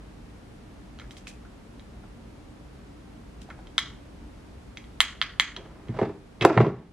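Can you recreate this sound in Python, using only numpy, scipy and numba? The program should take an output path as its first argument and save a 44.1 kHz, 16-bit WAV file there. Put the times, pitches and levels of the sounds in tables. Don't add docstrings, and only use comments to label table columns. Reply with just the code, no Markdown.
import sys
import numpy as np
from scipy import signal
from scipy.fft import rfft, irfft, next_fast_len
from scipy.io import wavfile
from scipy.ndimage import uniform_filter1d, map_coordinates
from numba import njit

SR = 44100
rng = np.random.default_rng(int(sys.argv[2]) if len(sys.argv) > 2 else 0)


def dump(signal):
    limited = np.clip(np.atleast_2d(signal).T, -1, 1)
    pcm = np.round(limited * 32767).astype(np.int16)
    wavfile.write(sys.argv[1], SR, pcm)


N = 305377

# pitch in Hz, relative level in dB, t60 in seconds.
WOOD_MODES = [(117.8, 0.5, 0.12), (183.3, -9, 0.13), (232, -10.5, 0.066), (304.6, -6, 0.063),
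              (422, 1.5, 0.021), (564, -7.5, 0.028), (667, -5, 0.03), (783, -2.5, 0.021),
              (836, -2.5, 0.017), (962, 0, 0.01), (1118, -7.5, 0.02), (1345, -7.5, 0.014),
              (1682, -11.5, 0.015), (1840, -11, 0.01), (2400, -7.5, 0.024), (2700, -13, 0.026)]


def iron_snaps():
    # start in seconds, level in dB, favoured pitch in Hz, rub in ms, reach in octaves.
    snaps = [(0.9887, -40.5, 4200, 1, .6), (0.989, -42, 1400, 1, 0.59), (0.998, -37, 4100, 1, .6),
             (0.9985, -36, 1700, 1.5, .5), (1.014, -39.5, 1600, 7, 0.72), (1.039, -52, 1590, 10, .4),
             (1.1088, -36.5, 4300, 0.6, .5), (1.168, -37, 2400, 1, .7), (1.2700, -31.5, 2550, .8, 0.17),
             (1.2703, -37, 1400, 2.2, .5), (1.272, -43, 4600, 4, .3), (1.308, -50, 2700, 6.4, .15),
             (1.4493, -44, 1070, 12, .7), (1.7956, -39.5, 2800, .81, 1.1), (2.035, -43, 910, 8.9, .6),
             (3.4152, -53.5, 4530, 5.3, 1.1), (3.487, -38, 825, 6, .5), (3.5005, -33.5, 1640, 7.7, .6),
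             (3.588, -39.5, 805, 12, .6), (3.6701, -45, 3005, 4, .9), (3.7805, -5.5, 3560, 0.4, 0.15),
             (3.7815, -10.5, 1820, 1, .7), (3.786, -21.5, 1800, 1, .5), (4.7720, -28.5, 3160, 2.64, 1.0),
             (4.8407, -40.5, 2380, 0.95, 1.1), (5.0045, 2, 3000, 0.24, 0.98), (5.0135, -22, 2400, 1.5, 1.1),
             (5.2152, -6, 2560, 1.5, 1.3), (5.225, -14.5, 2125, 2, .8), (5.398, 1, 2940, 0.43, 1.15),
             (5.5641, -24, 2690, 3.3, 1.4), (5.8845, -36.5, 2150, 1.2, .6), (6.4108, -16, 2400, 3.9, 0.43),
             (6.42, -18, 2200, 14, 0.39), (6.578, -35, 2500, 5, .4), (6.666, -32, 3500, 2, .6)]
    # pitch in Hz, relative level in dB, t60 in seconds.
    iron_modes = [(560, -13, .014), (720, -9, .016), (980, -15, .012), (1370, -3, .013), (1700, -6, .01),
                  (2150, -5, .011), (2560, -15, .03), (3190, 3, .012), (3120, -28, .2), (3225, -26, .28),
                  (3300, -27, .25), (3390, -29, .18), (3640, -2, .008), (3980, 0, .011), (4700, -11, .004),
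                  (5950, -9, .009)]
    # frequency in Hz, gain in dB.
    crack_eq = [(300, -33.5), (1500, 17.5), (4000, 20), (8000, -5), (12000, -14.5), (16000, -20)]
    return blows(snaps, iron_modes, crack_eq, crack_law=(-17.5, 10.23, 0.95), crack_share=.3,
                 scatter_db=1.2, bass_share=0.3, blur_hz=550)


def table_knocks():
    # start in seconds, level in dB, favoured pitch in Hz, rub in ms, reach in octaves.
    knocks = [(5.889, -20, 199, 6.1, 1.2), (5.900, -27.5, 207, 7.3, 0.98), (5.989, -14, 750, 0.98, 1.07),
              (6.0148, -8.5, 380, 0.67, 1.21), (6.027, -16.5, 800, 7.6, 1.1), (6.043, -30, 490, 11, 1.1),
              (6.098, -26, 385, 1.3, 0.74), (6.412, -17, 203, 2, 1.5), (6.437, -11.5, 236, 2.6, 0.67),
              (6.45, 6.5, 1120, 0.54, 0.85), (6.4515, 4.5, 405, 0.15, 0.6), (6.465, -12.5, 840, 5, 1.1),
              (6.498, -8, 840, 5.3, 1.3), (6.514, -22, 790, 7.5, 0.58), (6.566, -2.5, 264, 2.3, 1.03),
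              (6.5755, 0, 1120, 1.56, 0.96), (6.582, -5, 129, 11, 0.98), (6.6028, 3.5, 484, 1.7, 1.4),
              (6.615, -4, 160, 2.7, 1.2), (6.630, -11.5, 170, 3, 1.3), (6.645, -10.5, 700, 4, 0.9),
              (6.662, -10.5, 330, 4.7, 1.1), (6.678, -16.5, 351, 5.1, 0.66)]
    # frequency in Hz, gain in dB.
    crack_eq = [(100, -18.5), (1000, 16), (2500, 12), (5000, -19.5), (9000, -24), (16000, -68.5)]
    return blows(knocks, WOOD_MODES, crack_eq, crack_law=(-8, 5, -3), crack_share=0.63,
                 scatter_db=2, bass_share=0.14, blur_hz=0)


def blows(events, modes, crack_eq, crack_law, crack_share, scatter_db, bass_share, blur_hz):
    pan_db, pan_full_hz = -2, 700
    base_db, db_per_octave, db_per_rub_doubling = crack_law
    out = np.zeros((3, N + SR))
    ms = np.arange(4096) / SR * 1000
    chances = rng.standard_normal((len(events), 2, len(modes)))
    grits = rng.standard_normal((len(events), 2, len(ms)))
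    for (start, db, hz, rub_ms, reach_oct), chance, grit in zip(events, chances, grits):
        first_blow = (ms == 0) / rub_ms
        slips = 0.014 * rub_ms * grit[0] * np.exp(-ms / rub_ms)
        push = np.convolve(first_blow + slips, np.hanning(int(0.29 * SR / hz) + 3))
        body = signal.fftconvolve(ring(modes, hz, reach_oct, chance, scatter_db), push)
        hit = body / np.abs(body).max()
        crack = colour(grit[1], crack_eq) * np.sqrt(ms) * np.exp(-ms / (crack_share * rub_ms))
        crack_db = base_db + db_per_octave * np.log2(hz / 1000) + db_per_rub_doubling * np.log2(rub_ms)
        hit[:len(ms)] += crack * undb(crack_db) / np.abs(crack).max()
        hit = signal.sosfilt(signal.butter(4, bass_share * hz, "high", fs=SR, output="sos"), hit)
        pan = np.array([[.5], [-.5]]) * pan_db * min(1, hz / pan_full_hz)
        i = int(start * SR)
        out[:2, i:i + len(hit)] += hit * undb(db + pan)
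        send = blurred(hit, blur_hz) if blur_hz else hit
        out[2, i:i + len(send)] += send * undb(db)
    return out[:, :N]


def ring(modes, favour_hz, reach_oct, chance, scatter_db):
    hz, db, t60 = np.array(modes, float).T[:, :, None]
    t = np.arange(int(SR * t60.max())) / SR
    gain = undb(db + scatter_db * chance[0][:, None]) / (1 + (np.log2(hz / favour_hz) / reach_oct) ** 4)
    detuned_hz = hz * (1 + .01 * chance[1][:, None])
    sign = (-1) ** np.arange(len(hz))[:, None]
    tone = np.sum(sign * gain * np.sin(2 * np.pi * detuned_hz * t) * 1000 ** (-t / t60), axis=0)
    return tone / np.abs(tone).max()


def cord_and_drag():
    # crest, swell and fade in seconds, chatter gain in dB, hiss level in dB.
    rubs = [(5.575, 0.031, 0.5, -28, -45.5), (6.03, 0.16, 0.098, -41, -29),
            (6.425, 0.025, 0.43, -51, -25.5), (6.621, 0.16, 0.12, -45.5, -24)]
    # frequency in Hz, gain in dB.
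    scrape_eq = [(400, 16), (1200, 10), (2200, 0.5), (4000, -10.5), (8000, -24.5), (16000, -63)]
    slips_per_s, spread_db = 850, 1.5
    slipping = rng.random(N) < slips_per_s / SR
    slips = slipping * undb(spread_db * rng.exponential(size=N)) * rng.choice([-1, 1], N)
    push = uniform_filter1d(level(slips, db=-21), size=12) * swells(rubs, column=3)
    body = ring(WOOD_MODES, favour_hz=390, reach_oct=1.19,
                chance=np.zeros((2, len(WOOD_MODES))), scatter_db=0)
    chatter = signal.fftconvolve(push, body / np.linalg.norm(body))[:N]
    hiss = colour(rng.standard_normal(N), scrape_eq) * undb(5 * walk(160))
    return chatter + level(hiss, db=0) * swells(rubs, column=4)


def hair():
    # crest, swell and fade in seconds, level in dB.
    strands = [(1.112, .01, 0.12, -57), (1.172, 0.01, 0.077, -50.5), (1.273, 0.004, 0.1, -43.5),
               (3.418, 0.013, 0.057, -53)]
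    # frequency in Hz, gain in dB.
    strand_eq = [(1200, -32), (2600, 11), (4000, 8), (8000, 6.5), (12000, -8), (16000, -28)]
    mid, side = colour(rng.standard_normal((2, N)), strand_eq) * undb(3.3 * walk(360))
    return level(mid + np.outer([1, -1], side), db=0) * swells(strands, column=3)


def blurred(hit, width_hz):
    n = next_fast_len(len(hit), True)
    power = uniform_filter1d(np.abs(rfft(hit, n)) ** 2, size=max(1, int(width_hz * n / SR)))
    return np.roll(irfft(np.sqrt(np.abs(power)), n), SR // 500)[:len(hit) // 2]


def room(send):
    # frequency in Hz, t60 in seconds.
    decay = [(150, 0.5), (700, .3), (1800, 0.36), (3500, 0.4), (6000, .33), (10000, 0.12)]
    # frequency in Hz, side minus mid in dB.
    width = [(150, -44.5), (700, -11), (1800, -31), (4400, -2.5), (9000, 9)]
    gap_s, near_wall_s, near_wall_db = 0.0022, .013, 5
    t = np.arange(SR // 2) / SR
    tail = 0
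    for hz in 80 * 2. ** np.arange(8):
        octave = signal.butter(2, [hz / np.sqrt(2), hz * np.sqrt(2)], "band", fs=SR, output="sos")
        mid, side = signal.sosfilt(octave, rng.standard_normal((2, len(t))))
        echoes = mid + undb(along(width, hz)) * np.outer([1, -1], side)
        clumps = undb(2 * walk(120)[:len(t)])
        tail = tail + echoes * 1000 ** (-t / along(decay, hz)) * clumps
    tail *= 1 - np.exp(-(t / gap_s) ** 2)
    tail *= undb(near_wall_db * np.exp(-(t / near_wall_s) ** 4))
    return signal.fftconvolve(send[None], tail / np.linalg.norm(tail[0]), axes=1)[:, :N]


def air():
    # frequency in Hz, gain in dB.
    air_eq = [(12, -64.5), (20, -22.5), (33, -6.5), (49, -3), (134, -4.5), (154, -12), (182, -3.5),
              (234, -10), (301, -6.5), (347, -15.5), (377, -11), (410, -14.5), (10500, -44), (13500, -59),
              (16000, -83)]
    # frequency in Hz, side minus mid in dB.
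    width = [(60, -34.5), (110, -11.5), (200, -8), (380, -1.5), (700, -2.5), (1290, -1), (2380, -1),
             (4400, -0.5), (8120, -5), (15000, 17)]
    # centre in Hz, width in Hz, level in dB.
    hums = [(53.8, 43, -50.5), (135.7, 79, -62.5), (194, 6, -67.5), (230, 13, -59.5), (298, 61, -61.5)]
    mid_db, whine_hz = -48.5, 13006
    mid, side = colour(rng.standard_normal((2, N)), air_eq) * undb(0.26 * walk(1))
    bed = level(mid, mid_db) + np.outer([1, -1], colour(side, width)) * undb(mid_db) / mid.std()
    t = np.arange(N) / SR
    for hz, width_hz, db in hums:
        phase = 2 * np.pi * hz * t
        bed += level(walk(width_hz) * np.cos(phase) + walk(width_hz) * np.sin(phase), db)
    whine = level(np.sin(2 * np.pi * whine_hz * t), db=-81)
    return bed + np.outer([1, -.5], whine)


def swells(rows, column):
    t = np.arange(N) / SR
    return sum(undb(r[column] - 30 * np.maximum((r[0] - t) / r[1], (t - r[0]) / r[2])) for r in rows)


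def undb(db):
    return np.exp(np.asarray(db) * np.log(10) / 20)


def level(x, db):
    return x * undb(db) / np.sqrt(np.mean(x ** 2))


def along(curve, hz):
    points_hz, values = np.array(curve).T
    return np.interp(np.log(np.maximum(hz, 1)), np.log(points_hz), values)


def colour(x, eq):
    n = next_fast_len(x.shape[-1], True)
    gain = undb(along(eq, np.fft.rfftfreq(n, 1 / SR)))
    return irfft(rfft(x, n) * gain, n)[..., :x.shape[-1]]


def walk(rate_hz):
    hold = int(SR / rate_hz)
    steps = np.repeat(rng.standard_normal(N // hold + 1), hold)
    return uniform_filter1d(uniform_filter1d(steps, hold), hold)[:N]


@njit
def follow(x, attack, release):
    envelope, out = 0., np.empty(len(x))
    for i in range(len(x)):
        envelope += (x[i] - envelope) * (attack if x[i] > envelope else release)
        out[i] = envelope
    return out


def scene():
    # frequency in Hz, gain in dB.
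    beam_eq = [(500, -5.5), (1400, 7), (2400, 5), (3200, -3.5), (4100, -2.5), (6000, 6), (10000, 8)]
    iron_send_db, wood_send_db, left_lag_s = -7.5, -3.5, .00003
    bass_hz = 95.9
    iron = iron_snaps()
    wood = table_knocks() + cord_and_drag() * undb([[-.7], [.7], [0]])
    wood = signal.sosfilt(signal.butter(3, bass_hz, "high", fs=SR, output="sos"), wood)
    left, right = (iron + wood)[:2]
    late_left = map_coordinates(left, [np.arange(N) - left_lag_s * SR], order=3)
    send = undb(iron_send_db) * colour(iron[2], beam_eq) + undb(wood_send_db) * wood[2]
    return np.array([late_left, right]) + room(send) + air() + hair()


def record(dry):
    threshold_db, ratio, attack_s, release_s = -31, 1.59, 0.034, 0.67
    top_hz = 16000
    rectified = uniform_filter1d(np.abs(dry).mean(axis=0), size=256)
    loudness = follow(rectified, 1 / (attack_s * SR), 1 / (release_s * SR))
    ducked = dry * np.minimum(1, undb(threshold_db) / (loudness + 1e-9)) ** (1 - 1 / ratio)
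    rounded = ducked / (1 + np.abs(ducked) ** 4) ** (1 / 4)
    return signal.sosfilt(signal.ellip(8, .2, 70, top_hz, fs=SR, output="sos"), rounded)


dry = scene()
out = record(dry)
dump(out)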